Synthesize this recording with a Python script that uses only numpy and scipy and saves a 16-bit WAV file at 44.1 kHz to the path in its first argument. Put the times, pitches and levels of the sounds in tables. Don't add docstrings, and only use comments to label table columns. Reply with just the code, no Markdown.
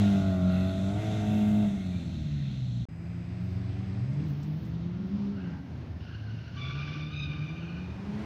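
import sys
import numpy as np
from scipy import signal
from scipy.fft import rfft, irfft, next_fast_len
from scipy.io import wavfile
from scipy.ndimage import uniform_filter1d

SR = 44100
rng = np.random.default_rng(int(sys.argv[2]) if len(sys.argv) > 2 else 0)


def generate_wav(signal):
    frames = np.transpose(np.atleast_2d(signal))
    scaled = np.clip(frames, -1, 1) * 32767
    pcm = np.round(scaled).astype(np.int16)
    wavfile.write(sys.argv[1], SR, pcm)


def voltage_ratio(level):
    return 10 ** (np.asarray(level, float) / 20)


N = 363823
TIME = np.arange(N) / SR
SECOND_SHOT_S = 2.886


def read(table):
    s, *columns = np.transpose(table)
    fade_s = .03
    gate = np.clip(np.minimum(TIME - s[0] + fade_s, s[-1] + fade_s - TIME) / fade_s, 0, 1)
    return [np.interp(TIME, s, c) for c in columns] + [gate]


def walk(rate):
    hold = max(int(SR / rate), 1)
    levels = rng.standard_normal(N // hold + 1)
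    steps = np.repeat(levels, hold)[:N]
    slewed = uniform_filter1d(uniform_filter1d(steps, hold), hold)
    return slewed / slewed.std()


def band(hz, width, order=2):
    size = next_fast_len(N)
    bins_hz = np.arange(size // 2 + 1) * SR / size
    bell = np.exp(-.5 * np.abs((bins_hz - hz) / (width / 2)) ** order)
    noise = irfft(rfft(rng.standard_normal(size)) * bell, size)[:N]
    return noise / noise.std()


def bursts(rows, attack_s, release_s):
    s, length, db, *columns = np.transpose(rows)
    gain = 0
    for start, hold, level in zip(s, length, db):
        rise = np.clip((TIME - start) / attack_s + 1, 0, 1)
        gain = gain + voltage_ratio(level) * rise * np.exp(-np.maximum(TIME - start - hold, 0) / release_s)
    ends = np.ravel([s, s + length], "F")
    return [gain] + [np.interp(TIME, ends, np.repeat(c, 2)) for c in columns]


def stack(hz, orders, rough, rate, pipe=None):
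    turn = 2 * np.pi * np.cumsum(hz) / SR
    out = 0
    for k, db in orders:
        lean = np.pi / 2 * (k % 1 > 0)
        fray = 1 + rough * (walk(rate) + 1j * walk(rate))
        lift = 1
        if pipe is not None:
            pipe_hz, width, floor_db = pipe
            lift = voltage_ratio(floor_db) + 1 / (1 + ((k * hz - pipe_hz) / width) ** 2)
        lift = lift / (1 + (83.3 / (k * hz)) ** 6)
        out = out + voltage_ratio(db) * lift * np.real(fray * np.exp(1j * (k * turn + lean)))
    return out * np.sqrt(2 / (1 + 2 * rough ** 2))


# multiple of the firing rate, level/dB; uneven cylinders fill in the quarter orders
NEAR_ORDERS = [(0.751, -24), (1, -1), (1.252, -27.5), (1.752, -31)]
# multiple, level/dB rms
LOPE_ORDERS = [(.5, -31), (1.5, -42.5), (2, -49)]


def near_exhaust(hz, tone_db, since, shut):
    tone = voltage_ratio(tone_db) * stack(hz, NEAR_ORDERS, rough=0.072, rate=38)
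    lope_db = 4.5 * np.exp(-TIME / .35) - 7.5 * shut * np.exp(-since / 0.77)
    return tone + voltage_ratio(lope_db) * stack(hz, LOPE_ORDERS, rough=.12, rate=25)


# multiple of the firing rate, level/dB
BARK_ORDERS = [(2.248, -2), (2.503, 0), (2.752, -5.5), (2.999, 0.5), (3.25, -0.5), (3.5, 5), (3.748, -10.5),
               (4, -7.5), (4.25, 1.5), (4.504, -2.5), (5, -11), (5.497, -1.5)]
# f/Hz, width/Hz, floor level/dB
RASP = [
    (1386, 185, -12),
    (2120, 75, -28.5),
]


def near_bark(hz, since, shut):
    tailpipe = 652, 50, -17.5
    bark = stack(hz, BARK_ORDERS, rough=.13, rate=30, pipe=tailpipe)
    revs = hz / 190 - 1
    low = [(k, -13 - 45 * revs) for k in np.arange(6, 8.1, .5)]
    high = [(k, -22 + 60 * revs) for k in np.arange(8.5, 11.1, .5)]
    bark = bark + stack(hz, low, rough=0.28, rate=27, pipe=RASP[0])
    bark = bark + stack(hz, high, rough=0.51, rate=36, pipe=RASP[1])
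    feather_db = -4.5 * np.exp(-((TIME - 0.79) / 0.084) ** 2)
    return voltage_ratio(-47 - 11.5 * shut - 27 * since + feather_db) * bark


# f/Hz, width/Hz, level/dB
SCRUB = [(1416, 46, 2.5), (1840, 910, -6), (2663, 290, -5.5), (3556, 210, -5), (4940, 82, -15.5),
         (6270, 340, -19.5)]
# start t/s, length t/s, level/dB
SLIDES = [(.3, 0.17, -60.5), (.8, .15, -64.5), (0, 0.18, -54.5), (.54, 0.17, -56), (1.02, 0.46, -57),
          (1.6, 1, -64)]
# start t/s, length t/s, level/dB
PUDDLES = [(0, .3, -64), (.52, 0.17, -62.5), (.85, 0.53, -83.5), (1.85, 0.95, -65.5)]


def near_tyres(hz, since, shut):
    turn = 2 * np.pi * np.cumsum(hz) / SR
    puff = 1 + .25 * np.cos(turn / 2) + .25 * np.cos(turn) + .1 * np.cos(turn / 4)
    tread = [voltage_ratio(db + 2.2 * walk(8.23)) * np.sqrt(w / 100) * band(f, w) for f, w, db in SCRUB]
    mist = voltage_ratio(-13.0) * band(11300, 2700, order=6)
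    sheet = band(4040, 730, order=6) + voltage_ratio(-44) * band(11400, 250)
    slide, = bursts(SLIDES, attack_s=.06, release_s=0.078)
    splash, = bursts(PUDDLES, attack_s=0.099, release_s=0.14)
    low_scrub = voltage_ratio(-53 - 9 * TIME - 2.4 * shut) * tread[0]
    scrub = slide * voltage_ratio(-3.5) * (sum(tread[1:]) + voltage_ratio(-9 * since) * mist)
    return puff * (low_scrub + scrub + splash * voltage_ratio(3.0) * sheet)


# t/s, firing rate f/Hz
NEAR = [(0.0, 204.2), (0.42, 182), (0.86, 191), (1.04, 216.5), (1.21, 211), (1.6, 209.5), (2.09, 162.7),
        (2.53, 131.3), (2.86, 114)]
# t/s, level/dB
NEAR_DB = [(0, -22.5), (.33, -26), (.5, -26.5), (.88, -29), (.99, -44), (1.2, -30), (1.36, -24),
           (1.62, -25.5), (1.76, -31.5), (2.15, -39), (2.33, -31.5), (2.86, -31)]


def near_car():
    hz = read(NEAR)[0] * (1 + 0.002 * walk(24.38))
    tone_db, gate = read(NEAR_DB)
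    since = np.maximum(TIME - 1.653, 0)
    shut = np.minimum(since / 0.033, 1)
    engine = near_exhaust(hz, tone_db, since, shut) + near_bark(hz, since, shut)
    return gate * (engine + near_tyres(hz, since, shut))


def far_car(speed, loudness, orders, rough):
    db, gate = read(loudness)
    hz = read(speed)[0] * (1 + 0.0022 * walk(20))
    return gate * voltage_ratio(db) * stack(hz, orders, rough, rate=22)


# t/s, firing rate f/Hz
CLIMBER = [(3.95, 110.5), (4.27, 161), (4.31, 140), (4.55, 156), (4.9, 174), (5.33, 205), (5.55, 156),
           (5.9, 113), (6.2, 106), (6.45, 113), (6.75, 142), (7.05, 154), (7.25, 143.7), (7.75, 173.9),
           (8.25, 217)]
CRUISER = [(2.9, 164.4), (3.4, 179.4), (3.9, 191.5), (4.35, 200.3), (4.7, 202.5), (5.4, 203)]
DRONER = [(2.88, 110), (3.3, 114.6), (4.1, 117.5), (4.5, 120), (5.8, 119)]
IDLER = [(4.1, 78), (5, 83), (5.6, 84), (5.9, 78), (6.8, 81), (8.25, 72)]
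WHINER = [(4.2, 268), (4.7, 271), (5.3, 268), (5.65, 275)]
# t/s, level/dB
CLIMBER_DB = [(3.95, -35), (4.25, -31.5), (4.41, -40), (4.5, -35.5), (5.0, -37.5), (5.52, -38), (5.66, -66),
              (5.95, -47), (6.35, -34), (6.46, -54), (6.65, -39), (6.95, -38), (7.65, -39), (7.85, -43.5),
              (8.25, -36)]
CRUISER_DB = [(2.901, -45.5), (3.45, -41), (4.019, -41.5), (4.4, -43), (4.9, -45), (5.151, -31), (5.4, -48)]
DRONER_DB = [(2.88, -41.5), (3.1, -36.5), (3.6, -36), (4.15, -40), (4.3, -61), (4.699, -36.5), (5.099, -46),
             (5.8, -53)]
IDLER_DB = [(4.1, -49), (4.9, -45.5), (5.4, -48), (5.799, -34.5), (6.4, -50.5), (6.9, -42.5), (7.6, -51.5),
            (8.25, -40)]
WHINER_DB = [(4.2, -46), (4.45, -54.5), (5.3, -50.5), (5.65, -44)]
# t/s, level/dB
OVERRUN_DB = [(5.45, -53), (5.7, -46.5), (5.92, -57)]
# t/s, level/dB
BLIP_DB = [(4.04, -49.5), (4.13, -49), (4.21, -49.5)]
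# multiple of the firing rate, level/dB
CLIMBER_ORDERS = [(.5, -40), (1, 1), (1.5, -20.5), (2, -15), (2.5, -30), (3, -30)]
CRUISER_ORDERS = [(.5, 6), (1, 2), (1.5, -10), (2, -15), (3, -28.5), (3.5, -24.5), (4, -25)]
PLAIN_ORDERS = [(1, -2), (2, -29), (3, -14.5)]
BLIP_ORDERS = [(2, -0.5), (3, -7), (4, -16), (4.5, -12)]


def far_cars():
    cars = far_car(CLIMBER, CLIMBER_DB, CLIMBER_ORDERS, 0.18)
    cars = cars + far_car(CLIMBER, BLIP_DB, BLIP_ORDERS, 0.18)
    cars = cars + far_car(CLIMBER, OVERRUN_DB, [(1.2, 0)], 0.51)
    cars = cars + far_car(CRUISER, CRUISER_DB[:3], CRUISER_ORDERS, 0.24)
    cars = cars + far_car(CRUISER, CRUISER_DB[2:], PLAIN_ORDERS[:1], 0.66)
    cars = cars + far_car(DRONER, DRONER_DB, PLAIN_ORDERS[:2], 0.074)
    cars = cars + far_car(IDLER, IDLER_DB, PLAIN_ORDERS, 0.21)
    return cars + far_car(WHINER, WHINER_DB, PLAIN_ORDERS[:1], 0.097)


def squeal(gain, slip, orders, rough, jitter):
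    hz = slip * (1 + jitter * (walk(1200) + .15 * walk(40)))
    sputter = voltage_ratio(1.6 * walk(30) + 1.5 * walk(90))
    return gain * sputter * stack(hz, orders, rough, rate=300)


# start t/s, length t/s, second partial level/dB, slip rate f/Hz, third partial level/dB
SQUEAL = [(6.59, .14, -49.5, 1156, -4.5), (6.78, 0.058, -53.5, 1197, -6.5), (6.87, .17, -51.5, 1170, -6.5),
          (7.13, 0.12, -51, 1233, -1.5), (7.32, 0.27, -53.5, 1192, -10.5), (7.66, 0.19, -59.5, 1217, -17),
          (7.9, 0.12, -69.5, 1215, -12)]
# multiple of the slip rate, level/dB (the upper two ride on the third)
SQUEAL_ORDERS = [(2, 0), (4, -13), (5, -19)]
# start t/s, length t/s, level/dB, slip rate f/Hz
RAGGED = [(5.37, 0.13, -62, 1398), (6.02, 0.13, -56.5, 1418), (6.21, 0.36, -58, 1420),
          (6.58, 0.28, -52, 1403), (6.88, 0.165, -55.5, 1440), (7.1, .7, -55.5, 1450)]
# multiple of the slip rate, level/dB
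RAGGED_ORDERS = [(1.04, -3), (2, -4), (3, -13), (3.999, -23)]
# start t/s, length t/s, level/dB, slip rate f/Hz
CHIRP = [(1.77, 0.058, -58, 2150), (1.93, 0.073, -57, 2360), (4.96, .1, -66, 1416), (5.33, .04, -63, 1330),
         (5.4, .03, -62, 1638), (5.46, .1, -61.5, 1565), (5.6, .18, -67, 1560), (5.9, .07, -63, 1800),
         (6.11, .12, -58, 1610), (6.27, .22, -64, 1560)]


def tyres():
    gain, slip, third_db = bursts(SQUEAL, attack_s=0.034, release_s=0.053)
    slip = slip * (1 + .0035 * walk(22))
    first_db = -1.5 - 5.5 * (TIME - SQUEAL[0][0])
    first_jitter = .008 + .03 * np.clip(TIME - 7.1, 0, .5)
    second = SQUEAL_ORDERS[:1]
    upper = [(k, db + third_db + 3 * walk(14)) for k, db in [(3, 0)] + SQUEAL_ORDERS[1:]]
    out = squeal(gain, slip, [(1, first_db)], .3, first_jitter)
    out = out + squeal(gain, slip, second + upper, .55, .017)
    out = out + voltage_ratio(-5) * squeal(gain, 1.045 * slip, second + [(3, third_db - 5)], .6, .022)
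    out = out + squeal(*bursts(RAGGED, attack_s=.03, release_s=.04), RAGGED_ORDERS, .7, .055)
    return out + squeal(*bursts(CHIRP, attack_s=.04, release_s=.03), PLAIN_ORDERS[:1], .55, .018)


def at(hz, table):
    table_hz, db = np.transpose(table)
    return np.interp(np.log(hz), np.log(table_hz), db)


# t/s, nearness level/dB, wheelspin level/dB
ROAD = [
    [(0, 4.5, 4.5), (.4, -1.5, 2), (.95, 1, 0), (1.1, 2.5, 4), (1.55, 0, -0.5), (1.9, -1, -0.5),
     (2.45, -6, 4), (2.86, -5.5, 0.5)],
    [(2.88, -0.5, -4.5), (3.4, -1.5, 3), (5.55, 1.5, 0.5), (5.63, 0.5, -2), (5.98, 0.5, -1.5),
     (6.02, -2.5, 5.5), (6.5, -3, 6), (6.6, -4, 12), (7.0, -3, 9.5), (7.1, -2, 3), (7.75, 2, 0),
     (8.25, 5, -0.5)],
]
# f/Hz, level/dB per Hz
COLOURS = [
    [(15, -48), (25, -18.5), (86, 2), (169, 3), (282, -9), (434, -25), (667, -17), (972, -31.5),
     (1710, -32), (2010, -30), (2930, -33), (3640, -25), (4510, -43), (6580, -34.5), (15600, -70)],
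    [(15, -51), (25, -37.5), (80, 5.5), (174, 0.5), (227, -11), (267, -8), (350, -12.5), (470, -21.5),
     (632, -19.5), (1080, -26), (2360, -31), (5750, -40), (8380, -72), (15600, -71.5)],
]
# f/Hz, level gained/dB per dB of nearness
NEARNESS = [(150, 0.14), (900, 1.5), (5500, 0.66), (9000, 2.14)]
# f/Hz, level gained/dB per dB of wheelspin
WHEELSPIN = [(150, -0.01), (900, 0.4), (5500, 1.0), (9000, -0.9)]


def road():
    out, swell = 0, walk(7)
    shots = [read(table) for table in ROAD]
    for hz in 28 * 2 ** np.arange(0, 9.2, 1 / 4):
        gain = 0
        for (near_db, spin_db, gate), colour, trim_db in zip(shots, COLOURS, (-62.5, -66.5)):
            change = near_db * at(hz, NEARNESS) + spin_db * at(hz, WHEELSPIN)
            gain = gain + gate * voltage_ratio(at(hz, colour) + change + trim_db)
        flicker = voltage_ratio(.8 * swell + walk(9))
        out = out + gain * flicker * np.sqrt(hz / 4) * band(hz, hz / 4.5)
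    return out + voltage_ratio(-71 + 33 * (TIME - 8.3)) * band(6500, 5500)


def ground(x):
    hz, width, depth = 1733, 37, .75
    size = next_fast_len(N)
    bins_hz = np.arange(size // 2 + 1) * SR / size
    notch = 1 - depth * np.exp(-.5 * ((bins_hz - hz) / width) ** 2)
    return irfft(rfft(x, size) * notch, size)[:N]


# f/Hz, level/dB rms
LENS = [(3967, -95), (4942, -74.5), (6352, -85.5), (7763, -83.5), (9179, -96)]
# start t/s, length t/s, level/dB, f/Hz, edge softness t/s
RUSTLE = [(1.331, 0.22, -70.5, 12800, .12), (3.43, 0.12, -83, 13500, 0.049), (4.27, 0.06, -75, 14800, .03),
          (4.38, 0.3, -78.5, 14030, .04), (5.073, 0.017, -84, 14600, .03),
          (5.25, 0.022, -88.5, 14850, 0.034)]
# t/s, peak level/dB, f/Hz
TICKS = [(4.1294, -64, 4940), (4.281, -67, 5720), (4.4296, -60, 4870), (4.649, -66, 4910)]


def camera():
    motor = sum(voltage_ratio(db) * np.sqrt(2) * np.sin(2 * np.pi * hz * TIME) for hz, db in LENS)
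    whirr = voltage_ratio(-63) * band(2070, 1300, order=4) + voltage_ratio(-81.5) * band(7400, 2500)
    on = (TIME > SECOND_SHOT_S) & (TIME < 4.27)
    hiss = voltage_ratio(-87.0) * band(12000, 9000, order=4)
    out = on * (motor + whirr) + hiss
    grain = voltage_ratio(2.5 * walk(600))
    for *rub, cloth_hz, edge_s in RUSTLE:
        out = out + bursts([rub], edge_s, edge_s)[0] * grain * band(cloth_hz, 4000)
    for s, db, hz in TICKS:
        decay = (TIME > s) * np.exp(-np.abs(TIME - s) / 0.014)
        out = out + voltage_ratio(db) * decay * band(hz, 5000)
    return out


def scene():
    cars = near_car() + far_cars() + tyres()
    lag = TIME[:SR]
    echo = rng.standard_normal(SR) * np.exp(-np.log(1000) * lag / 1.3) * (lag > .03)
    echo = echo / np.linalg.norm(echo)
    first = TIME < SECOND_SHOT_S
    wet = sum(part * signal.fftconvolve(cars * part, echo)[:N] for part in (first, ~first))
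    field = cars + voltage_ratio(-10.0) * wet + road()
    return (np.where(first, ground(field), field) + camera())[None]


def low_pass(x):
    return signal.sosfilt(signal.butter(12, 15710, fs=SR, output="sos"), x)


# t/s, gain
CUT = [(0, 1), (2.84, 1), (2.8535, .6), (2.854, 0), (2.886, 0), (2.8865, .7), (3.05, 1), (9, 1)]


def record(dry):
    mix = dry * np.interp(TIME, *np.transpose(CUT))
    return low_pass(mix)


dry = scene()
out = record(dry)
generate_wav(out)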